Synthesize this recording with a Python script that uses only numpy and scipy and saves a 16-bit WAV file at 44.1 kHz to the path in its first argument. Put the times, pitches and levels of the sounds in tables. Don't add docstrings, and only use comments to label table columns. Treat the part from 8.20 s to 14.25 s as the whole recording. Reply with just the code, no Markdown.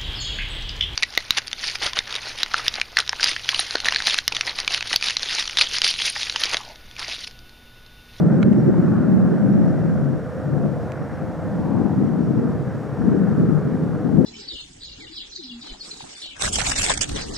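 import sys
import numpy as np
from scipy import signal
from scipy.fft import rfft, irfft
from scipy.io import wavfile
from scipy.ndimage import uniform_filter1d

SR = 44100
rng = np.random.default_rng(int(sys.argv[2]) if len(sys.argv) > 2 else 0)


def dump_mix(stems):
    frames = np.atleast_2d(stems).T
    limited = np.clip(frames, -1, 1)
    pcm = np.round(limited * 32767).astype(np.int16)
    wavfile.write(sys.argv[1], SR, pcm)


N = 266800

# start_s, left_engine_hz, right_engine_hz
ENGINE_CYCLES = [(0, 16.74, 16.68), (3, 16.68, 16.64), (6.05, 16.7, 16.62)]
# multiple_of_cycle_rate, then peak_db at four even moments, before shimmer
ENGINE_TONES = [(18, -50.5, -50.5, -48, -47), (19, -52, -48, -45, -43), (22, -49, -47.5, -48, -46),
                (25, -55, -51, -44.5, -43), (27, -49, -48, -52, -46.5), (28, -48, -51.5, -41, -44.5),
                (29, -56.5, -54, -49, -44), (30, -40.5, -49.5, -46, -51), (31, -46, -41, -50, -47),
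                (33, -45.5, -47, -58, -60), (36, -46.5, -50.5, -60, -60), (37, -49.5, -45.5, -52.5, -57)]

# start_s, low_hump_db, valley_db, high_hump_db, upper_edge_db
ROAR_CHANGES = [(.3, -0.5, -44, -48, -51.5), (.8, -2.5, -46, -40.5, -52.5), (1.23, 2.5, -47.5, -45, -52),
                (2.1, -4, -50.5, -46, -54.5), (2.45, -0.5, -45, -48, -54), (3.0, -4.5, -45, -48.5, -51.5),
                (3.55, -4.5, -38.5, -52.5, -53.5), (4.0, -4, -46, -48.5, -56),
                (4.6, -4, -46.5, -49.5, -53.5), (5.1, -3.5, -45.5, -44, -53), (5.73, -5, -46.5, -49.5, -55),
                (6.0, -4.5, -46.5, -50.5, -57)]
ROAR_CENTRES_HZ = (250, 597, 935, 1320, 1900)
# pitch_hz, level_db (per Hz)
ROAR_SPECTRUM = [(25, -35.5), (45, -18), (80, 0.5), (120, 3), (200, -9), (340, -21), (520, -3), (750, -7),
                 (1020, -14.5), (1380, -13.5), (1800, -20), (2300, -33.5), (3000, -41.5)]
ROAR_DB = -33

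# start_s, level_db, left_minus_right_db
GUSTS = [(0, -17.5, 0), (.45, -16, 0.5), (1.08, -18.5, 2.5), (1.18, -21, 0.5), (1.4, -19, 3),
         (1.94, -23, 2.5), (2.02, -32, -1.5), (2.14, -33, -2), (2.36, -22, 6), (2.48, -22, 1),
         (2.56, -29.5, 3), (2.73, -34.5, -2), (3.03, -30, 3), (3.2, -34.5, 1), (3.3, -28, 3),
         (3.57, -21.5, 7), (4.28, -21.5, 3), (4.42, -27, 1.5), (4.74, -32, 1.5), (4.88, -19.5, 3.5),
         (5.4, -23, 3.5), (5.8, -27, 3.5), (5.93, -21, 8), (6.05, -16.5, 10.5)]
# peak_s, rise_db, left_minus_right_db
WIND_SLAPS = [(1.123, 3.5, 0), (1.27, 3, 2), (1.37, 4.5, 0), (3.279, 2.5, -2), (3.84, 2.5, -4),
              (4.95, 5.5, 2), (5.219, 6, -4), (5.322, 4.5, 6.5), (5.48, 4.5, -3), (5.63, 3.5, -8)]
# pitch_hz, level_db (per Hz)
EDDY_SPECTRUM = [(25, -56), (50, -51), (90, -20), (130, -7), (180, -6.5), (245, -6), (380, -14),
                 (600, -33.5), (1200, -53.5), (1700, -66)]
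# start_s, pitch_hz, left_moan_db, right_moan_db
EDDY_HUM = [(0, 174.5, -42, -45), (.33, 219, -28, -25), (.45, 159.8, -32, -23), (.7, 165.3, -32, -25),
            (.82, 184.7, -30.5, -33), (.95, 192, -17.5, -19), (1.04, 184, -23.5, -14.5),
            (1.16, 195.1, -35, -31.5), (1.25, 194.7, -15.5, -24.5), (1.37, 185, -21, -16),
            (1.5, 170, -14, -18), (1.62, 155, -21.5, -33), (1.72, 185.2, -22, -15), (1.82, 150, -24, -36),
            (1.96, 121.8, -23, -33), (2.05, 130, -45, -54), (2.43, 140.3, -28, -38),
            (2.55, 141.7, -47, -49), (3.8, 194, -37, -38.5), (4.15, 160, -37, -29), (4.7, 139.4, -49, -52),
            (4.95, 202, -27, -28), (5.37, 148.3, -17, -30), (5.47, 149, -39.5, -33), (6.05, 186, -32, -36)]
SLAP_S = 0.044
EDDY_EDGE_HZ, EDDY_WANDER_OCT = 180, 0.054
EDDY_SHARED, EDDY_LAG_S = 0.35, 0.00067
PORT_DB = 2.5

# start_s, level_db
RUMBLE_LEVELS = [(0, -51), (.5, -44), (.9, -62), (1.4, -54), (2.1, -62), (2.75, -49), (3.1, -40),
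                 (3.5, -36), (4.1, -36), (4.6, -54), (5.1, -41), (5.7, -41), (6.05, -33)]
# pitch_hz, level_db (per Hz)
RUMBLE_SPECTRUM = [(25, -24.5), (45, -14.5), (75, -3), (105, 3), (150, -20)]
RUMBLE_SHARED = 0.5

# pitch_hz, level_db (per Hz)
HISS_SPECTRUM = [(1500, 5.5), (2500, 0), (4000, -4), (6000, -6), (9000, -11), (13000, -16), (16000, -20)]
# pitch_hz, level_db (per Hz)
HISS_SIDE_SPECTRUM = [(1200, -9.5), (2000, -6), (2600, -6), (4000, -13), (9000, -22), (13000, -24),
                      (16000, -30)]
HISS_DB, HISS_SIDE_DB = -58, -8

# start_s, length_s, level_db
MOTOR_BURSTS = [(.12, .05, -68.5), (.38, 0.037, -66), (.455, 0.06, -69), (0.619, 0.042, -68),
                (1.28, 0.26, -71.5), (1.56, .55, -74.5), (2.11, 0.6, -75.5), (2.764, 0.2, -69.5),
                (3.405, 0.043, -70), (3.819, 0.12, -76), (4.01, 0.076, -72), (4.154, .054, -73),
                (4.5, .07, -74), (4.655, 0.22, -74), (4.959, 0.091, -73), (5.549, 0.063, -74),
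                (5.784, 0.085, -73)]
WHINE_HZ = 5561
WHINE_IDLE_DB, IDLE_WAVER_DB = -82, 3

# start_s, peak_db, brightness_db_per_octave, contact_s, extra_knock_db, extra_ping_db
CASE_CLICKS = [(.2183, -42, 7, .004, -8, -6), (.2264, -23, 0, .005, 2, 0), (.2280, -20, -1, .004, 3, -3),
               (.2300, -33, 0, .005, -6, 9), (.3272, -38, 2, .003, -6, -10), (.3310, -40, 3, .003, -6, -10),
               (2.7181, -29, 3, .005, -9, -7)]
# pitch_hz, level_db, fall_by_60_db_s, left_minus_right_db
CASE_MODES = [(1400, 0, .009, 0), (1770, -1, .008, 0), (2200, -1, .010, -6), (2450, -9, .008, -10),
              (2680, -11, .008, 3), (4000, -11, .007, 0), (5000, -16, .005, 0), (6200, -16, .005, 0),
              (7400, -17, .005, 0), (9800, -25, .003, 0), (12300, -28, .003, 0)]
KNOCK_BELOW_HZ, PING_HZ = 2000, 4000

CEILING, TOP_HZ = 0.99, 15720


def undb(db):
    return 10 ** (np.asarray(db) / 20)


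def level(x, db):
    return x * undb(db) / np.sqrt(np.mean(x ** 2))


def curves(table):
    s, *columns = np.transpose(table)
    return [np.interp(np.arange(N) / SR, s, column) for column in columns]


def colour_db(table, hz):
    table_hz, db = np.transpose(table)
    return np.interp(np.log(hz), np.log(table_hz), db)


def walk(rate):
    hold = int(SR / rate)
    steps = np.repeat(rng.standard_normal(N // hold + 1), hold)
    smooth = uniform_filter1d(uniform_filter1d(steps, hold), hold)
    return 1.3 * smooth[:N]


def bands(x, table, per_octave):
    lowest_hz, highest_hz = table[0][0], table[-1][0]
    hz = np.maximum(np.fft.rfftfreq(N, 1 / SR), 1)
    spectrum = rfft(x) * undb(colour_db(table, hz)) * (hz >= lowest_hz)
    place = np.log2(hz / lowest_hz) * per_octave
    for k in range(int(np.log2(highest_hz / lowest_hz) * per_octave) + 1):
        overlap = np.clip(1 - abs(place - k), 0, 1)
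        yield lowest_hz * 2 ** (k / per_octave), irfft(spectrum * overlap, N)


def engines():
    drone, along = 0, np.arange(N) / N
    for cycle_hz in curves(ENGINE_CYCLES):
        turns = np.cumsum(cycle_hz) / SR + 0.014 * walk(6)
        for multiple, *drift_db in ENGINE_TONES:
            db = np.interp(along, np.linspace(0, 1, len(drift_db)), drift_db)
            db = db + 3.37 * walk(2.967) + 2.5 * walk(10)
            drone = drone + undb(db) * np.sin(2 * np.pi * (multiple * turns + rng.random()))
    return drone


def roar():
    changes_db = [0] + [db - db.mean() for db in curves(ROAR_CHANGES)]
    turns = np.cumsum(curves(ENGINE_CYCLES)[0]) / SR
    throb = 1 + 0.13 * np.sin(2 * np.pi * 3 * turns)
    gas = rng.standard_normal(N) * throb * undb(0.83 * walk(150))
    total = 0
    for hz, band in bands(gas, ROAR_SPECTRUM, per_octave=3):
        place = np.interp(np.log(hz), np.log(ROAR_CENTRES_HZ), np.arange(len(changes_db)))
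        swell_db = sum(max(1 - abs(place - k), 0) * db for k, db in enumerate(changes_db))
        total = total + band * undb(swell_db + 1.22 * walk(9))
    return level(total, ROAR_DB)


def buffet(thumps, db, eddy_hz):
    total = power = 0
    for hz, band in bands(thumps, EDDY_SPECTRUM, per_octave=4):
        hum_db = 7 * np.exp(-(np.log2(hz / eddy_hz) / 0.2) ** 2)
        octaves_up = np.clip(np.log2(hz / EDDY_EDGE_HZ), -1.2, 1.2)
        edge_db = 0.24 * octaves_up * (db + 17)
        gain = undb(hum_db + edge_db)
        total = total + band * gain * undb(0.68 * walk(8.9))
        power = power + np.mean(band ** 2) * gain ** 2
    return level(total / np.sqrt(power), 0) * undb(db)


def wind():
    db, lean_db = curves(GUSTS)
    t = np.arange(N) / SR
    for peak_s, rise_db, slap_lean_db in WIND_SLAPS:
        slap = np.clip(1 - abs(t - peak_s) / SLAP_S, 0, 1)
        db = db + rise_db * slap
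        lean_db = lean_db + slap_lean_db * slap
    eddy_hz = curves(EDDY_HUM)[0] * 2 ** (EDDY_WANDER_OCT * walk(7.3))

    def uneven_noise():
        return rng.standard_normal(N) * undb(2.52 * walk(70) + 1.22 * walk(18))

    both, ports = uneven_noise(), []
    for side in (1, -1):
        shared = np.roll(both, int(-side * EDDY_LAG_S * SR / 2))
        thumps = np.sqrt(EDDY_SHARED) * shared + np.sqrt(1 - EDDY_SHARED) * uneven_noise()
        ports.append(buffet(thumps, db + side * lean_db / 2, eddy_hz))
    return undb(PORT_DB) * np.array(ports)


def moan():
    hz, left_db, right_db = curves(EDDY_HUM)
    phase = 2 * np.pi * np.cumsum(hz * (1 + 0.015 * walk(13))) / SR
    tone = np.sqrt(2) * undb(1.5 * walk(20)) * np.sin(phase)
    return tone * np.array([undb(left_db), -undb(right_db)])


def deep_rumble():
    def rumble():
        noise = rng.standard_normal(N)
        split = bands(noise, RUMBLE_SPECTRUM, per_octave=1.8)
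        return level(sum(band * undb(3.1 * walk(5.2)) for _, band in split), 0)

    both, own = rumble(), np.array([rumble(), rumble()])
    mix = np.sqrt(RUMBLE_SHARED) * both + np.sqrt(1 - RUMBLE_SHARED) * own
    return mix * undb(curves(RUMBLE_LEVELS)[0])


def hiss():
    def coloured(spectrum):
        split = bands(rng.standard_normal(N), spectrum, per_octave=1)
        return level(sum(band for _, band in split), HISS_DB)

    middle = coloured(HISS_SPECTRUM) * undb(0.45 * walk(9.2))
    side = coloured(HISS_SIDE_SPECTRUM) * undb(HISS_SIDE_DB)
    return middle + side * np.array([[1], [-1]])


def motor_whine():
    t = np.arange(N) / SR
    bursts = sum(undb(db) * ((t >= on) & (t < on + length)) for on, length, db in MOTOR_BURSTS)
    bursts = uniform_filter1d(bursts, size=SR // 200)
    running = np.maximum(bursts, undb(WHINE_IDLE_DB + IDLE_WAVER_DB * walk(6.4)))
    tone = np.sin(2 * np.pi * WHINE_HZ * t + 0.8 * walk(25))
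    return np.sqrt(2) * running * undb(2.1 * walk(50)) * tone


def clicks():
    out, ring = np.zeros((2, N)), np.arange(SR // 40) / SR
    for start_s, db, tilt_db, contact_s, knock_db, ping_db in CASE_CLICKS:
        noise = rng.standard_normal((2, len(ring)))
        scrape = 0.07 * np.sin(np.pi * np.minimum(ring / contact_s, 1)) ** 2 * noise
        snap = np.arange(len(ring)) == int(contact_s * SR / 3)
        body = np.zeros((2, len(ring)))
        for hz, mode_db, t60, lean_db in CASE_MODES:
            mode_db = mode_db + tilt_db * np.log2(hz / KNOCK_BELOW_HZ)
            mode_db += knock_db * (hz < KNOCK_BELOW_HZ) + ping_db * (hz == PING_HZ)
            port_gain = undb(mode_db + np.array([[1], [-1]]) * lean_db / 2)
            body += port_gain * np.sin(2 * np.pi * hz * ring) * 1000 ** (-ring / t60)
        body *= 1 - np.exp(-ring / 0.0006)
        click = np.array([np.convolve(*port)[:len(ring)] for port in zip(snap + scrape, body)])
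        first = int(start_s * SR)
        out[:, first:first + len(ring)] += undb(db) * click / abs(click.mean(axis=0)).max()
    return out


def scene():
    aircraft = engines() + roar()
    air = wind() + moan() + deep_rumble()
    camera = hiss() + motor_whine() + clicks()
    return aircraft + air + camera


def record(dry):
    rounded = dry / (1 + (dry / CEILING) ** 4) ** (1 / 4)
    top_cut = signal.ellip(10, 0.2, 80, TOP_HZ, fs=SR, output="sos")
    return signal.sosfilt(top_cut, rounded)


dry = scene()
out = record(dry)
dump_mix(out)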